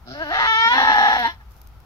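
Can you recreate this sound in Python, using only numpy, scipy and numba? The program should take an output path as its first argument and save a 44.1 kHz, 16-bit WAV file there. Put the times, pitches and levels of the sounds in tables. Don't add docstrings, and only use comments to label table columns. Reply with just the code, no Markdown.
import sys
import numpy as np
from scipy.fft import rfft, irfft, next_fast_len
from scipy.io import wavfile
from scipy.ndimage import uniform_filter1d, minimum_filter1d
from numba import njit

SR = 44100
rng = np.random.default_rng(int(sys.argv[2]) if len(sys.argv) > 2 else 0)


def to_wav(s):
    ch = np.atleast_2d(s).T
    pcm = np.round(np.clip(ch, -1, 1) * 32767)
    wavfile.write(sys.argv[1], SR, pcm.astype(np.int16))


N = 81585
T = np.arange(N) / SR
SIZE = next_fast_len(N + SR // 2, True) // 2 * 2
HZ = np.maximum(np.arange(SIZE // 2 + 1) * SR / SIZE, 1)

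# time in seconds, rate in Hz.
PITCH = [(.13, 270.7), (.155, 289), (.187, 297.9), (.224, 335), (.25, 293.7), (.28, 291.9), (.298, 306.6),
         (.314, 351.3), (.34, 453), (.38, 449.5), (.41, 457), (.47, 439.6), (.508, 449.5), (.535, 439.3),
         (.585, 448.3), (.625, 454.4), (.672, 460.5), (.71, 490.5), (.74, 482.1), (.765, 412), (.84, 419.7),
         (.885, 443.8), (.94, 429.9), (1.0, 414.9), (1.08, 423.8), (1.18, 435.8)]
LOW_PITCH = [(.65, 228.3), (.72, 246.9), (.77, 262.9), (.86, 263.4), (.95, 249.6), (1.1, 244.8),
             (1.19, 244.9), (1.215, 242.3), (1.24, 229.8), (1.268, 230.9), (1.282, 341.5), (1.33, 343.2)]
CREAK_PITCH = [(.06, 120.5), (.1, 125.7), (.14, 139.4), (.33, 150.3), (.38, 150.2), (.395, 118.1),
               (.47, 117.9), (.75, 133.9), (.88, 75.6), (1.0, 102.2), (1.18, 104.2)]


def from_db(db):
    return 10 ** (np.asarray(db) / 20)


def rms_one(x):
    return x / np.sqrt(np.mean(x ** 2) + 1e-20)


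def in_time(rows):
    return np.interp(T, *np.transpose(rows))


def envelope(rows):
    return from_db(np.interp(T, *np.transpose(rows), left=-120, right=-120))


def at_hz(points):
    hz, value = np.transpose(points)
    return np.interp(np.log(HZ), np.log(hz), value)


def filtered(x, response):
    return irfft(rfft(x, SIZE) * response, SIZE)[..., :N]


def colour(x, points):
    cepstrum = irfft(np.log(from_db(at_hz(points))), SIZE)
    cepstrum[1:SIZE // 2] *= 2
    cepstrum[SIZE // 2 + 1:] = 0
    return filtered(x, np.exp(rfft(cepstrum)))


def drift(rate_hz):
    return rms_one(filtered(rng.standard_normal(SIZE), 1 / (1 + (HZ / rate_hz) ** 2)))


def background():
    air_eq = [(20, 0.5), (45, -4.5), (100, -0.5), (170, -9.5), (300, -17.5), (560, -21.5), (830, -13),
              (1100, -19), (1330, -14), (1700, -24.5), (2400, -27), (5500, -33), (8200, -44),
              (13000, -34.5), (16000, -37.5)]
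    air_likeness = [(30, 0.4), (200, 1), (1000, 0.52), (3000, 0.0026), (8000, 0.078)]
    air_db, hum_db, hum_hz, hum_width_hz = -50, -47.5, 59.3, 25
    left_right = np.array([[1], [-1]])
    mid, side = rng.standard_normal((2, SIZE))
    alike = at_hz(air_likeness)
    air = filtered(mid, np.sqrt(1 + alike)) + filtered(side, np.sqrt(1 - alike)) * left_right
    hum = filtered(rng.standard_normal(SIZE), 1 / (1 + (2 * (HZ - hum_hz) / hum_width_hz) ** 2))
    bed = from_db(air_db) * rms_one(colour(air, air_eq)) + from_db(hum_db) * rms_one(hum)
    return bed * from_db(.8 * left_right)


@njit
def moving_resonance(x, w, r):
    y = np.zeros(len(x))
    for i in range(2, len(x)):
        drive = (1 - r * r) / 2 * (x[i] - x[i - 2])
        y[i] = drive + 2 * r * np.cos(w[i]) * y[i - 1] - r * r * y[i - 2]
    return y


def mouth(x):
    centre = [(.1, 556), (.28, 667), (.35, 713), (.42, 958), (.7, 963), (.8, 903), (.89, 909), (1.0, 807),
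              (1.07, 824), (1.17, 810), (1.195, 736), (1.222, 718.2), (1.245, 924), (1.28, 933)]
    width_hz, boost = 77.5, 4.8
    radius = np.exp(-np.pi * width_hz / SR)
    return x + boost * moving_resonance(x, 2 * np.pi * in_time(centre) / SR, radius)


def register(pitch, level, throat, jitter, wander_hz, shimmer_db, breath,
             beat_db=0, swing_cycles=0, beat_wander=.022, even_s=.049):
    beat = 2 * np.pi * np.cumsum(in_time(CREAK_PITCH) * (1 + beat_wander * drift(50))) / SR
    fold_hz = in_time(pitch) * (1 + jitter * drift(wander_hz))
    phase = np.cumsum(fold_hz) / SR + swing_cycles * np.sin(beat)
    cycle = np.arange(1, int(phase[-1]))
    onsets = np.interp(cycle, np.maximum.accumulate(phase), np.arange(N))
    strength = from_db(shimmer_db * rng.standard_normal(N)[cycle]
                       + beat_db * np.cos(beat[onsets.astype(int)]))
    taps = onsets.astype(int)[:, None] + np.arange(-8, 9)
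    offset = taps - onsets[:, None]
    pulses = np.zeros(N)
    np.add.at(pulses, np.clip(taps, 0, N - 1), strength[:, None] * np.sinc(offset) * np.sinc(offset / 9))
    puffs = rng.standard_normal(N) * (1 + np.cos(2 * np.pi * phase)) ** 2
    voice = mouth(colour(rms_one(pulses) + breath * rms_one(puffs), throat))
    span = int(even_s * SR)
    power = uniform_filter1d(uniform_filter1d(voice ** 2, span), span)
    return envelope(level) * voice / np.sqrt(np.abs(power) + 1e-12)


def grunt():
    level = [(.04, -71), (0.073, -39), (.11, -38), (.14, -34.5), (.16, -45), (.2, -46.5)]
    throat = [(80, -24.5), (130, 5), (250, 6.5), (380, 1), (500, -26.5), (700, 2), (1000, -34), (1400, 5),
              (2200, -32.5), (2900, -12.5), (4100, -9.5), (4700, -9), (5300, -5.5), (6500, -29.5),
              (8000, -67.5)]
    return register(CREAK_PITCH, level, throat, jitter=.027, wander_hz=79, shimmer_db=2, breath=.5)


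def throat_hiss():
    level = [(.04, -78), (.08, -61), (.13, -56), (.18, -49), (.28, -47), (.35, -43), (.46, -43), (.5, -45),
             (.66, -38), (.75, -37), (1.1, -38.5), (1.2, -35), (1.27, -40), (1.35, -54.5)]
    throat = [(200, -14), (900, -7.5), (1400, -1.5), (2200, 3), (3000, -11), (4200, -3), (4800, -7),
              (5500, -3.5), (6500, -25.5), (8200, -43.5), (10000, -26), (14000, -17.5), (16000, -34.5)]
    hiss = colour(rng.standard_normal((2, N)), throat)
    flutter = from_db(2 * drift(120))
    return envelope(level) * rms_one(hiss * flutter)


def moan():
    level = [(0.114, -73), (.15, -37), (.19, -33), (0.223, -23.5), (.25, -33), (0.301, -26.5), (0.318, -31),
             (0.343, -69.5)]
    throat = [(100, -47), (300, 1), (620, -6.5), (920, -1.5), (1250, -4.5), (1650, 11), (2000, -9),
              (2350, -22), (2950, -5.5), (3600, -22), (4500, -16), (5400, -36.5), (6200, -31), (8000, -66)]
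    return register(PITCH, level, throat, jitter=.0024, wander_hz=78.6, shimmer_db=1, breath=.06)


def rasp():
    level = [(.29, -47), (0.318, -22.5), (.36, -19.5), (.385, -19), (.4, -16.5), (0.467, -17),
             (0.478, -33.5), (.5, -48.5)]
    throat = [(100, -27.5), (300, -19), (470, -25.5), (750, -10.5), (950, -15), (1070, -23.5), (1250, 0),
              (1550, -11.5), (1800, 4.5), (2350, -21), (3000, -14.5), (4200, -21.5), (4800, -31),
              (6000, -32), (8000, -76)]
    return register(PITCH, level, throat, jitter=.009, wander_hz=120, shimmer_db=3.7, breath=.35,
                    beat_db=3.5, swing_cycles=.096, even_s=.0063)


def cry():
    level = [(0.449, -56.5), (0.476, -16), (0.552, -16.5), (0.602, -16.5), (.68, -12.5), (0.698, -20.5),
             (.722, -11.5), (.755, -30), (0.781, -73.5)]
    throat = [(100, -55), (450, -23), (900, -12), (1350, -2.5), (1800, 0.5), (2250, -7.5), (2700, -18),
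              (3150, -5), (3600, -11.5), (4100, -20), (4700, -28.5), (5500, -23), (6300, -34),
              (8000, -60.5), (12000, -49.5), (16000, -69.5)]
    return register(PITCH, level, throat, jitter=.0039, wander_hz=60, shimmer_db=.06, breath=.02)


def fundamental():
    level = [(.635, -87.5), (.66, -40), (.7, -52), (.77, -36.5), (.85, -71.5), (1.15, -57), (1.2, -41),
             (1.28, -40.5), (1.31, -53.5)]
    phase = np.cumsum(in_time(LOW_PITCH) * (1 + .0487 * drift(40))) / SR
    return envelope(level) * rms_one(np.sin(2 * np.pi * phase))


def growl():
    level = [(.66, -52), (.7, -41.5), (.735, -17), (.8, -19), (0.899, -23.5), (1.17, -24), (1.19, -22),
             (1.225, -21.5), (1.26, -15.5), (1.277, -25.5), (1.301, -29.5), (1.32, -42.5), (1.34, -68)]
    throat = [(100, -45.5), (235, -21), (470, -11.5), (710, -7.5), (940, -1), (1180, -17), (1750, 8.5),
              (2400, -16), (3100, -6.5), (4200, -12), (4900, -33.5), (5600, -22), (6300, -36.5),
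              (8000, -77.5)]
    return register(LOW_PITCH, level, throat, jitter=.0055, wander_hz=80.4, shimmer_db=.74, breath=.033)


def scream():
    level = [(0.681, -57.5), (0.734, -29), (.78, -15.5), (0.866, -16.5), (.89, -8), (0.938, -16.5),
             (0.984, -13.5), (1.0, -14.5), (1.067, -13.5), (1.177, -19.5), (1.191, -43), (1.264, -34),
             (1.279, -27.5), (1.305, -44), (1.341, -47.5), (1.39, -65.5), (1.412, -46), (1.442, -75)]
    throat = [(100, -55), (250, -10), (420, -27.5), (600, -15), (740, -8.5), (880, -11.5), (1130, -17.5),
              (1300, -7.5), (1480, -22), (1700, 3), (2000, -10.5), (2400, -24), (3150, -17.5), (4200, -25),
              (4800, -44.5), (5550, -24), (6300, -42), (7200, -74.5)]
    return register(PITCH, level, throat, jitter=.048, wander_hz=134.1, shimmer_db=5, breath=.3,
                    beat_db=4.5, swing_cycles=.03, beat_wander=.22, even_s=.014)


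def outdoors(voice):
    right_lag = [(60, -0.4), (400, 1), (900, 0.7845), (1400, 1.85), (1800, 2.5), (2250, 1.9), (2600, 5),
                 (3100, 3), (4000, 3.5), (4500, 9), (5300, 4), (6200, 11.5), (15000, 7)]
    balance = [(100, 2.3), (900, 1), (1600, 2.5), (2200, 0), (3000, 0.5), (3700, -11), (5500, -11.5),
               (6500, 15.5), (12000, 6.5)]
    scatter = [(200, -30.5), (900, -20), (1800, -16.5), (3000, -2), (4200, 0), (8000, 7)]
    t60_s, predelay_s = .13, .003
    lean, lag = from_db(at_hz(balance) / 2), np.exp(-1j * at_hz(right_lag))
    direct = filtered(voice, np.array([lean, lag / lean]))
    tail = rng.standard_normal((2, N)) * from_db(-60 * T / t60_s) * (T > predelay_s)
    tail /= np.sqrt(np.sum(tail ** 2, axis=1, keepdims=True))
    wet = from_db(at_hz(scatter))
    scattered = filtered(voice, rfft(tail, SIZE) * wet)
    return filtered(direct + scattered, 1 / np.sqrt(1 + wet ** 2))


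def gloves():
    touches = [(1.5096, -44), (1.566, -43), (1.5869, -60), (1.616, -34.5), (1.6729, -36.5), (1.8027, -41.5)]
    rustle_level = [(0, -90), (.06, -86), (1.48, -83.5), (1.52, -60.5), (1.69, -68), (1.72, -85),
                    (1.85, -83)]
    bright_eq = [(500, -17), (3000, -10.5), (5500, 1), (8500, -10), (13000, 4.5), (16000, -8.5)]
    decay_s, trim_db, grain_db = .0013, -7.5, 4
    ticks = sum(from_db(db + trim_db) * (T >= start) * np.exp(-np.abs(T - start) / decay_s)
                for start, db in touches)
    rustle = envelope(rustle_level) * rms_one(from_db(grain_db * drift(150)))
    return (ticks + rustle) * rms_one(colour(rng.standard_normal((2, N)), bright_eq))


def scene():
    bleat = grunt() + moan() + rasp() + cry() + scream() + growl() + fundamental()
    return outdoors(bleat) + throat_hiss() + gloves() + background()


def record(dry):
    ceiling, limiter_s, cutoff_hz = .8, .004, 15800
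    span = int(limiter_s * SR)
    gain = np.minimum(1, ceiling / (np.abs(dry).max(axis=0) + 1e-9))
    gain = uniform_filter1d(minimum_filter1d(gain, 2 * span + 1), span)
    return filtered(dry * gain, 1 / (1 + (HZ / cutoff_hz) ** 200))


dry = scene()
out = record(dry)
to_wav(out)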